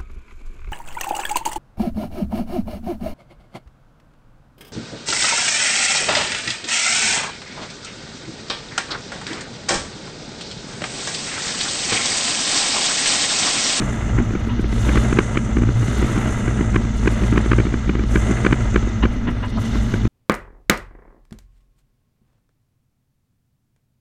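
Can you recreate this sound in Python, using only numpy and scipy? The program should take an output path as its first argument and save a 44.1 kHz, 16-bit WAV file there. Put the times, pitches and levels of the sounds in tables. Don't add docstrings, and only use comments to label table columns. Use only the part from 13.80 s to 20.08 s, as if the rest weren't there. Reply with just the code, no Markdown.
import sys
import numpy as np
from scipy import signal
from scipy.fft import rfft, irfft
from scipy.io import wavfile

SR = 44100
rng = np.random.default_rng(int(sys.argv[2]) if len(sys.argv) > 2 else 0)


def digitize_waveform(pressure):
    field = np.atleast_2d(pressure).T
    bounded = np.clip(field, -1, 1)
    quanta = np.round(bounded * 32767).astype(np.int16)
    wavfile.write(sys.argv[1], SR, quanta)


N = 276948
TIME = np.arange(N) / SR
FREQS = np.fft.rfftfreq(N, 1 / SR)

# time of the middle slap in seconds, its thump and its
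# crack in relative dB, offset of the eddy's centre from that slap in slap gaps.
EDDIES = [(0.018, -19, -27, -0.32), (0.383, -13.5, -23, 0.31), (0.551, -16.5, -27.5, -0.34),
          (0.671, -23, -32, 0.17), (0.793, -16, -31.5, -0.033), (0.842, -20, -29.5, -0.13),
          (1.088, -14.5, -18, -0.044), (1.171, -13.5, -17.5, -0.44), (1.325, -13, -19.5, -0.13),
          (1.386, -7, -9, -.05), (1.571, -12.5, -13.5, -.1), (1.768, -12.5, -23, 0.25),
          (1.834, -16.5, -29, -0.53), (1.888, -15, -27.5, -0.23), (2.224, -16, -24.5, .4),
          (2.375, -17.5, -25.5, -0.36), (2.455, -20.5, -29, 0), (2.677, -16.5, -24.5, 0.11),
          (2.807, -12.5, -23.5, -.2), (2.958, -10.5, -14, -0.16), (3.273, -9, -13, -0.13),
          (3.419, -19, -27, 0.52), (3.524, -12.5, -25.5, 0.17), (3.574, -9.5, -13.5, -0.14),
          (3.659, -17.5, -27.5, 0.27), (3.714, -12.5, -13.5, 0.4), (3.783, -11.5, -19.5, 0.44),
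          (3.867, -16.5, -28, -0.42), (3.939, -14, -24, -0.11), (4.092, -12, -20.5, -.1),
          (4.151, -18.5, -25.5, -0.012), (4.192, -17, -27, 0.18), (4.355, -10.5, -14, 0.12),
          (4.509, -13, -24.5, -.25), (4.663, -9, -11, -0.32), (4.725, -9.5, -12, -.05),
          (4.958, -9.5, -13, -0.099), (5.235, -13.5, -20, 0.51), (5.483, -16, -31, 0.023),
          (5.954, -17.5, -28, 0), (6.138, -16, -21.5, 0), (6.251, -15.5, -27.5, -0.19)]
SLAP_GAP_S = .0162
# start in seconds, seconds until it fades, hiss in dB, top edge in Hz,
# fizz of fine drops and the rush that swells with it in relative dB, base rise time in seconds.
SURGES = [(-0.4, 0.31, -43.5, 10250, -54, -32.5, .1), (0.859, 0.36, -43, 11700, -56, -33, 0.15),
          (1.88, 0.65, -43.5, 11300, -58, -33, .2), (3.13, 0.44, -47, 10600, -66, -37, 0.11),
          (4.248, 0.15, -42.5, 10990, -56, -31, 0.11), (5.76, 0.064, -47.5, 9034, -52.5, -38.5, 0.085),
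          (5.98, 0.19, -61, 9000, -65, -52, 0.091)]


def gain_of(db):
    return 10 ** (np.asarray(db) / 20)


def unit_rms(x):
    return x / np.sqrt(np.mean(x ** 2) + 1e-20)


def follow(rows):
    s, *columns = np.transpose(rows)
    return [np.interp(TIME, s, c) for c in columns]


def eq_curve(points, hz=FREQS):
    f, db = np.transpose(points)
    return np.interp(np.log(hz + 1), np.log(f + 1), db)


def lifts(resonances):
    return sum(lift / (1 + (2 * (FREQS - hz) / width) ** 2) for hz, width, lift in resonances)


def add(mix, s, sound):
    part = mix[max(round(s * SR), 0):][:len(sound)]
    part += sound[:len(part)]


def shaped(x, db):
    return unit_rms(irfft(rfft(x) * gain_of(db), N))


def wander(rate_hz):
    return unit_rms(irfft(rfft(rng.standard_normal(N)) / (1 + (FREQS / rate_hz) ** 4), N))


def ring(colour, size=2048):
    log_gain = np.log(gain_of(eq_curve(colour, abs(np.fft.fftfreq(size, 1 / SR)))))
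    spectrum = np.exp(np.conj(signal.hilbert(log_gain)))
    pulse = np.fft.ifft(spectrum).real[:size // 2]
    return pulse / abs(pulse).max()


def surge(t, s, hold_s, rise_s, stretch, fade_s, bend):
    attack = np.clip((t - s) / (rise_s * stretch), 0, 1)
    fade = np.maximum(t - s - hold_s, 0) / fade_s
    return attack * gain_of(-20 * fade ** bend)


def surging(levels_db, **shape):
    return np.sqrt(sum((gain_of(db) * surge(TIME, s, hold_s, rise_s, **shape)) ** 2
                       for (s, hold_s, *_, rise_s), db in zip(SURGES, levels_db)))


def blade_load(width_s=0.026, reference_db=-18.5):
    return np.tanh(sum(
        gain_of(thump_db - reference_db) * np.exp(-((TIME - s - centre * SLAP_GAP_S) / width_s) ** 2)
        for s, thump_db, _, centre in EDDIES))


def propeller_throb(passes, load, beat_swell_db=4, octave_swell_db=3):
    # time in seconds, relative level in dB.
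    beat_level = [(0.0, -27), (0.24, -21), (0.36, -16), (0.44, -31), (1.16, -14), (1.52, -31), (1.8, -16.5),
                  (2.0, -27), (2.2, -14), (2.36, -45), (2.48, -17), (2.6, -32), (2.72, -20), (3.8, -16.5),
                  (3.92, -22.5), (4.4, -14.5), (4.6, -26), (4.96, -19), (5.16, -26), (5.28, -16),
                  (5.44, -29), (5.6, -22), (5.8, -38), (6.0, -14), (6.08, -27), (6.28, -17)]
    octave_level = [(0.0, -17.5), (0.24, -31), (0.36, -18), (0.52, -31.5), (1.08, -22), (1.24, -16),
                    (1.36, -25), (1.72, -24.5), (2.04, -11), (2.12, -22), (2.92, -21), (3.04, -15.5),
                    (3.2, -26.9), (3.32, -15.5), (3.68, -26.5), (3.8, -17.5), (4.28, -34), (4.36, -18.5),
                    (5.4, -28), (5.48, -22), (5.56, -36), (6.28, -16.5)]
    # frequency in Hz, gain in dB.
    buffet_colour = [(1, -31), (13, -8.5), (27, -11), (48, -1.5), (75, -20.5), (104, -3.5), (152, -19.5),
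                     (180, -18), (230, -15.5), (2500, -120)]
    beat_db = follow(beat_level)[0] - 4.5 + beat_swell_db * load + 1.9 * wander(18)
    beat = gain_of(beat_db) * np.sin(2 * np.pi * passes + 0.36 * wander(10.5))
    octave_db = follow(octave_level)[0] - 6 + octave_swell_db * load + 3.1 * wander(17)
    octave = gain_of(octave_db) * np.sin(4 * np.pi * passes + 0.53 * wander(10.7))
    buffet = shaped(rng.standard_normal(N), eq_curve(buffet_colour))
    return np.sqrt(2) * (beat + octave) + gain_of(-23.5) * buffet


def exhaust_boom(load, swell_db=3):
    # time in seconds, pitch in Hz.
    boom_pitch = [(0.0, 198.6), (0.16, 223.3), (0.56, 217.6), (0.76, 230.6), (0.88, 213.5), (0.96, 229.4),
                  (1.08, 203.2), (1.24, 221.8), (1.56, 207.7), (1.92, 228.4), (2.4, 211.6), (3.08, 220.0),
                  (4.56, 216.4), (4.84, 225.0), (5.0, 213.3), (5.48, 236.0), (6.0, 220.9), (6.28, 220.6)]
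    # time in seconds, relative level in dB.
    boom_level = [(0.0, -18.5), (0.16, -26.5), (0.88, -27.5), (0.96, -19), (1.08, -26), (1.24, -17),
                  (1.36, -28.5), (1.8, -20.5), (1.96, -43), (2.04, -25), (3.6, -24.5), (4.04, -27.5),
                  (4.48, -22.5), (4.6, -28), (5.48, -21.5), (5.68, -36), (5.76, -19), (6.28, -25)]
    phase = 2 * np.pi * np.cumsum(follow(boom_pitch)[0]) / SR + .95 * wander(26)
    db = follow(boom_level)[0] - 6 + swell_db * load + 3 * wander(30)
    return np.sqrt(2) * gain_of(db) * np.sin(phase)


def engine_rush(passes):
    # centre in Hz, width in Hz, lift in dB.
    cage = [(602, 53, 4.5), (1074, 65, -6.5), (1334, 260, 6), (1640, 41, 6.5), (2025, 274, 10.5),
            (2874, 84, 6), (3510, 80, 7), (3694, 31, 9.5), (4230, 100, 4)]
    # frequency in Hz, gain in dB.
    rush_colour = [(20, -31), (150, 9), (300, 10.5), (450, 6.5), (540, 1.5), (650, 2), (780, 0),
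                   (1050, -0.5), (1700, -6), (2300, -11), (2650, -10), (3400, -14.5), (4700, -24.5),
                   (8000, -30), (13000, -68)]
    whirr_colour = [(1500, -22), (3000, 5.5), (3600, 3.5), (4250, 2.5), (4700, -1), (6300, 0.5),
                    (7500, -26), (12000, -58)]
    # time in seconds, level in dB.
    whirr_level = [(0, -60), (.6, -51.5), (1.15, -40.5), (1.6, -56), (2.2, -42), (2.7, -58), (3.2, -46),
                   (4.3, -48.5), (5.1, -50), (5.5, -54), (5.85, -42), (6.28, -47.5)]
    swells = surging([row[5] for row in SURGES], stretch=1.78, fade_s=1.44, bend=0.87)
    air_level = gain_of(6) * np.hypot(gain_of(-41.5), swells)
    air = rng.standard_normal(N) * gain_of(1.6 * np.cos(2 * np.pi * passes) + 1.26 * wander(30))
    whirr = rng.standard_normal(N) * gain_of(2.2 * wander(60))
    return (air_level * shaped(air, eq_curve(rush_colour) + lifts(cage))
            + gain_of(follow(whirr_level)[0]) * shaped(whirr, eq_curve(whirr_colour) + lifts(cage)))


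def hiss_surges(steady_hiss, sink_s=1.55):
    hz, t, spectra = signal.stft(steady_hiss, SR, nperseg=256)
    power = np.zeros(spectra.shape)
    for s, hold_s, db, top_hz, *_, rise_s in SURGES:
        level = gain_of(db) * surge(t, s, hold_s, rise_s, stretch=0.95, fade_s=3.1, bend=0.99)
        edge_hz = top_hz * np.exp(-np.maximum(t - s - hold_s, 0) / sink_s)
        power += level ** 2 / (1 + (hz[:, None] / edge_hz) ** 12)
    return signal.istft(spectra * np.sqrt(power), SR, nperseg=256)[1][:N]


def spray(sheen_db=-5, fizz_floor_db=-71, drops_per_s=9000):
    # frequency in Hz, gain in dB.
    hiss_colour = [(3000, -30), (4200, -41), (4800, -13), (5700, -1), (6250, 8.5), (6850, 3.5), (7250, 5),
                   (7900, -4), (9000, -46), (11000, -65)]
    sheen_colour = [(5500, -40), (7300, 0.5), (8200, 1), (9100, 3), (9900, -9), (10700, -1.5), (11400, -30),
                    (14000, -53)]
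    fizz_colour = [(5000, -5), (9000, -2), (11500, -4), (13500, -9.5), (15000, -14), (15600, -26)]
    flicker = gain_of(1.74 * wander(64))
    hiss = shaped(rng.standard_normal(N) * flicker, eq_curve(hiss_colour))
    sheen = shaped(rng.standard_normal(N) * flicker, eq_curve(sheen_colour))
    drops = rng.standard_normal(N) * (rng.random(N) < drops_per_s / SR)
    fizz = shaped(drops * gain_of(2.5 * wander(45)), eq_curve(fizz_colour))
    swells = surging([row[4] + 6 for row in SURGES], stretch=1.05, fade_s=0.52, bend=0.47)
    return hiss_surges(hiss + gain_of(sheen_db) * sheen) + np.hypot(swells, gain_of(fizz_floor_db)) * fizz


def blade_cuts(thump_fall_db=12.5, crack_fall_db=15, strays_per_s=2.1):
    cuts = []
    for s, thump_db, crack_db, centre in EDDIES:
        for blade in (-1, 0, 1):
            away = (blade - centre) ** 2 - centre ** 2
            cut_s = s + blade * SLAP_GAP_S
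            cuts.append((cut_s, thump_db - thump_fall_db * away, crack_db - crack_fall_db * away))
    for when, weaker in rng.random((round(strays_per_s * N / SR), 2)):
        cuts.append((when * N / SR, -20 - 4 * weaker, -30 - 6 * weaker))
    return cuts


def blade_slaps(shock_count=6, soft_hz=2300, hard_hz=11000, pitch_spread=0.094):
    # frequency in Hz, gain in dB.
    thump_colour = [(20, -51), (55, -32.5), (100, -9.5), (180, 1.5), (230, -2), (295, 3), (400, -5),
                    (480, -12), (600, -33.5), (800, -26), (2000, -68.5)]
    crack_colour = [(40, -20.5), (250, 2.5), (500, 6.5), (780, -15), (1050, 7), (1550, 8), (1950, 0.5),
                    (2350, 5), (2700, -7), (2950, -3), (3400, -13), (4900, -21.5), (6500, -43),
                    (12000, -90)]
    thumps, cracks = np.zeros(N), np.zeros(N)
    thump, crack = ring(thump_colour), ring(crack_colour)
    shocks, samples = np.arange(shock_count), np.arange(len(thump))
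    for s, thump_db, crack_db in blade_cuts():
        hardness = np.clip((crack_db + 34) / 15, 0, 1)
        pitch = np.interp(hardness, [0, 1], [0.93, 1.074]) + pitch_spread * rng.uniform(-1.15, 1)
        add(thumps, s + 0.0012, -gain_of(thump_db + 7) * np.interp(samples * pitch, samples, thump))
        pole = np.exp(-2 * np.pi * np.interp(hardness, [0, 1], [soft_hz, hard_hz]) / SR)
        dulled = signal.lfilter([1 - pole], [1, -pole], crack)
        heights = unit_rms(np.exp(-((shocks - .6 - 3.14 * hardness) / (1.77 + 2.4 * hardness)) ** 2))
        spacing_s = .00105 * rng.uniform(.8, 1.25)
        delays = spacing_s * (shocks + rng.uniform(-.42, .42, shock_count))
        for delay, height in zip(delays, heights):
            add(cracks, s + 0.00035 + delay, gain_of(crack_db + 3.5) * height * dulled)
    deck_echo = 0.11 * np.interp(TIME - .0055, TIME, thumps)
    return thumps + deck_echo + cracks


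def hull_smacks(boom_hz=238, boom_rise_s=0.041):
    # start in seconds, relative level in dB, length in seconds,
    # top edge in Hz, boom level in dB.
    wavelets = [(0.364, -33, 0.056, 2450, -22), (0.682, -37, 0.067, 3460, -20.5),
                (5.222, -26, 0.032, 3400, -27), (5.464, -31.5, 0.049, 3060, -24.5),
                (5.621, -34, 0.05, 3140, -33), (5.768, -29.5, 0.032, 1250, -26.5)]
    # centre in Hz, width in Hz, lift in dB.
    hull = [(267, 50, 17), (620, 180, 6.5), (990, 52, 12.5), (1360, 250, 4.5), (1940, 280, 6),
            (2400, 110, -21), (2880, 83, 13)]
    body_db = eq_curve([(60, -47), (150, -45), (250, -8.5), (450, -8.5), (1000, -1.5), (3000, -7)])
    body_db += lifts(hull)
    out = np.zeros(N)
    for s, db, length_s, top_hz, boom_db in wavelets:
        splash = shaped(rng.standard_normal(N), body_db - 10 * np.log10(1 + (FREQS / top_hz) ** 14))
        age_s = np.maximum(TIME - s, 0)
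        progress = age_s / (length_s / 2)
        out += gain_of(db + 3.5) * progress ** 1.1 * np.exp(1 - progress ** 2) * splash
        boom = np.sqrt(2) * np.sin(2 * np.pi * (boom_hz * TIME + rng.random()))
        swell = (age_s / boom_rise_s) ** 2
        out += gain_of(boom_db) * swell * np.exp(1 - swell) * boom
    return out


def spits(width_s=0.014):
    # time of the peak in seconds, level in dB.
    puffs = [(0.44, -58), (0.6, -57), (0.675, -55), (0.815, -51), (3.171, -48), (3.321, -44), (3.471, -45),
             (5.335, -55), (5.51, -55), (5.66, -54), (5.7, -52), (6.03, -48), (6.15, -49)]
    # frequency in Hz, gain in dB.
    spit_colour = [(2500, -13), (4500, -6), (6300, -1), (9000, -2), (11000, -11), (14500, -20)]
    envelope = sum(gain_of(db) * np.exp(-((TIME - s) / width_s) ** 2) for s, db in puffs)
    return envelope * shaped(rng.standard_normal(N), eq_curve(spit_colour))


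def squeal():
    # time in seconds, pitch in Hz, level in dB.
    glide = [(5.5, 8760, -91), (5.56, 8570, -66), (5.62, 8305, -66), (5.66, 8200, -74)]
    hz, db = follow(glide)
    gate = (TIME > glide[0][0]) & (TIME < glide[-1][0])
    return gate * gain_of(db) * np.sin(2 * np.pi * np.cumsum(hz + 60 * wander(200)) / SR)


def scene():
    # time in seconds, blade passes per second.
    blade_rate = [(0.0, 63.5), (0.12, 62.9), (0.23, 56.66), (1.03, 57.43), (1.08, 60.3), (1.57, 60.7),
                  (1.92, 56.2), (2.38, 61.7), (3.27, 55.35), (4.0, 57.8), (4.3, 55.6), (4.74, 60.7),
                  (5.12, 54.8), (5.49, 52.3), (6.14, 53.1), (6.28, 57.3)]
    passes = np.cumsum(follow(blade_rate)[0]) / SR
    load = blade_load()
    machine = propeller_throb(passes, load) + exhaust_boom(load) + engine_rush(passes) + squeal()
    water = hull_smacks() + spray() + spits()
    return (machine + water + blade_slaps())[None]


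def record(dry):
    knee, headroom = .6, .3
    inside = np.clip(dry, -knee, knee)
    rounded = inside + headroom * np.tanh((dry - inside) / headroom)
    lowpass = signal.firwin(511, 15200, window=("kaiser", 9), fs=SR)
    return signal.oaconvolve(rounded * signal.windows.tukey(N, .0015), lowpass[None], "same")


dry = scene()
out = record(dry)
digitize_waveform(out)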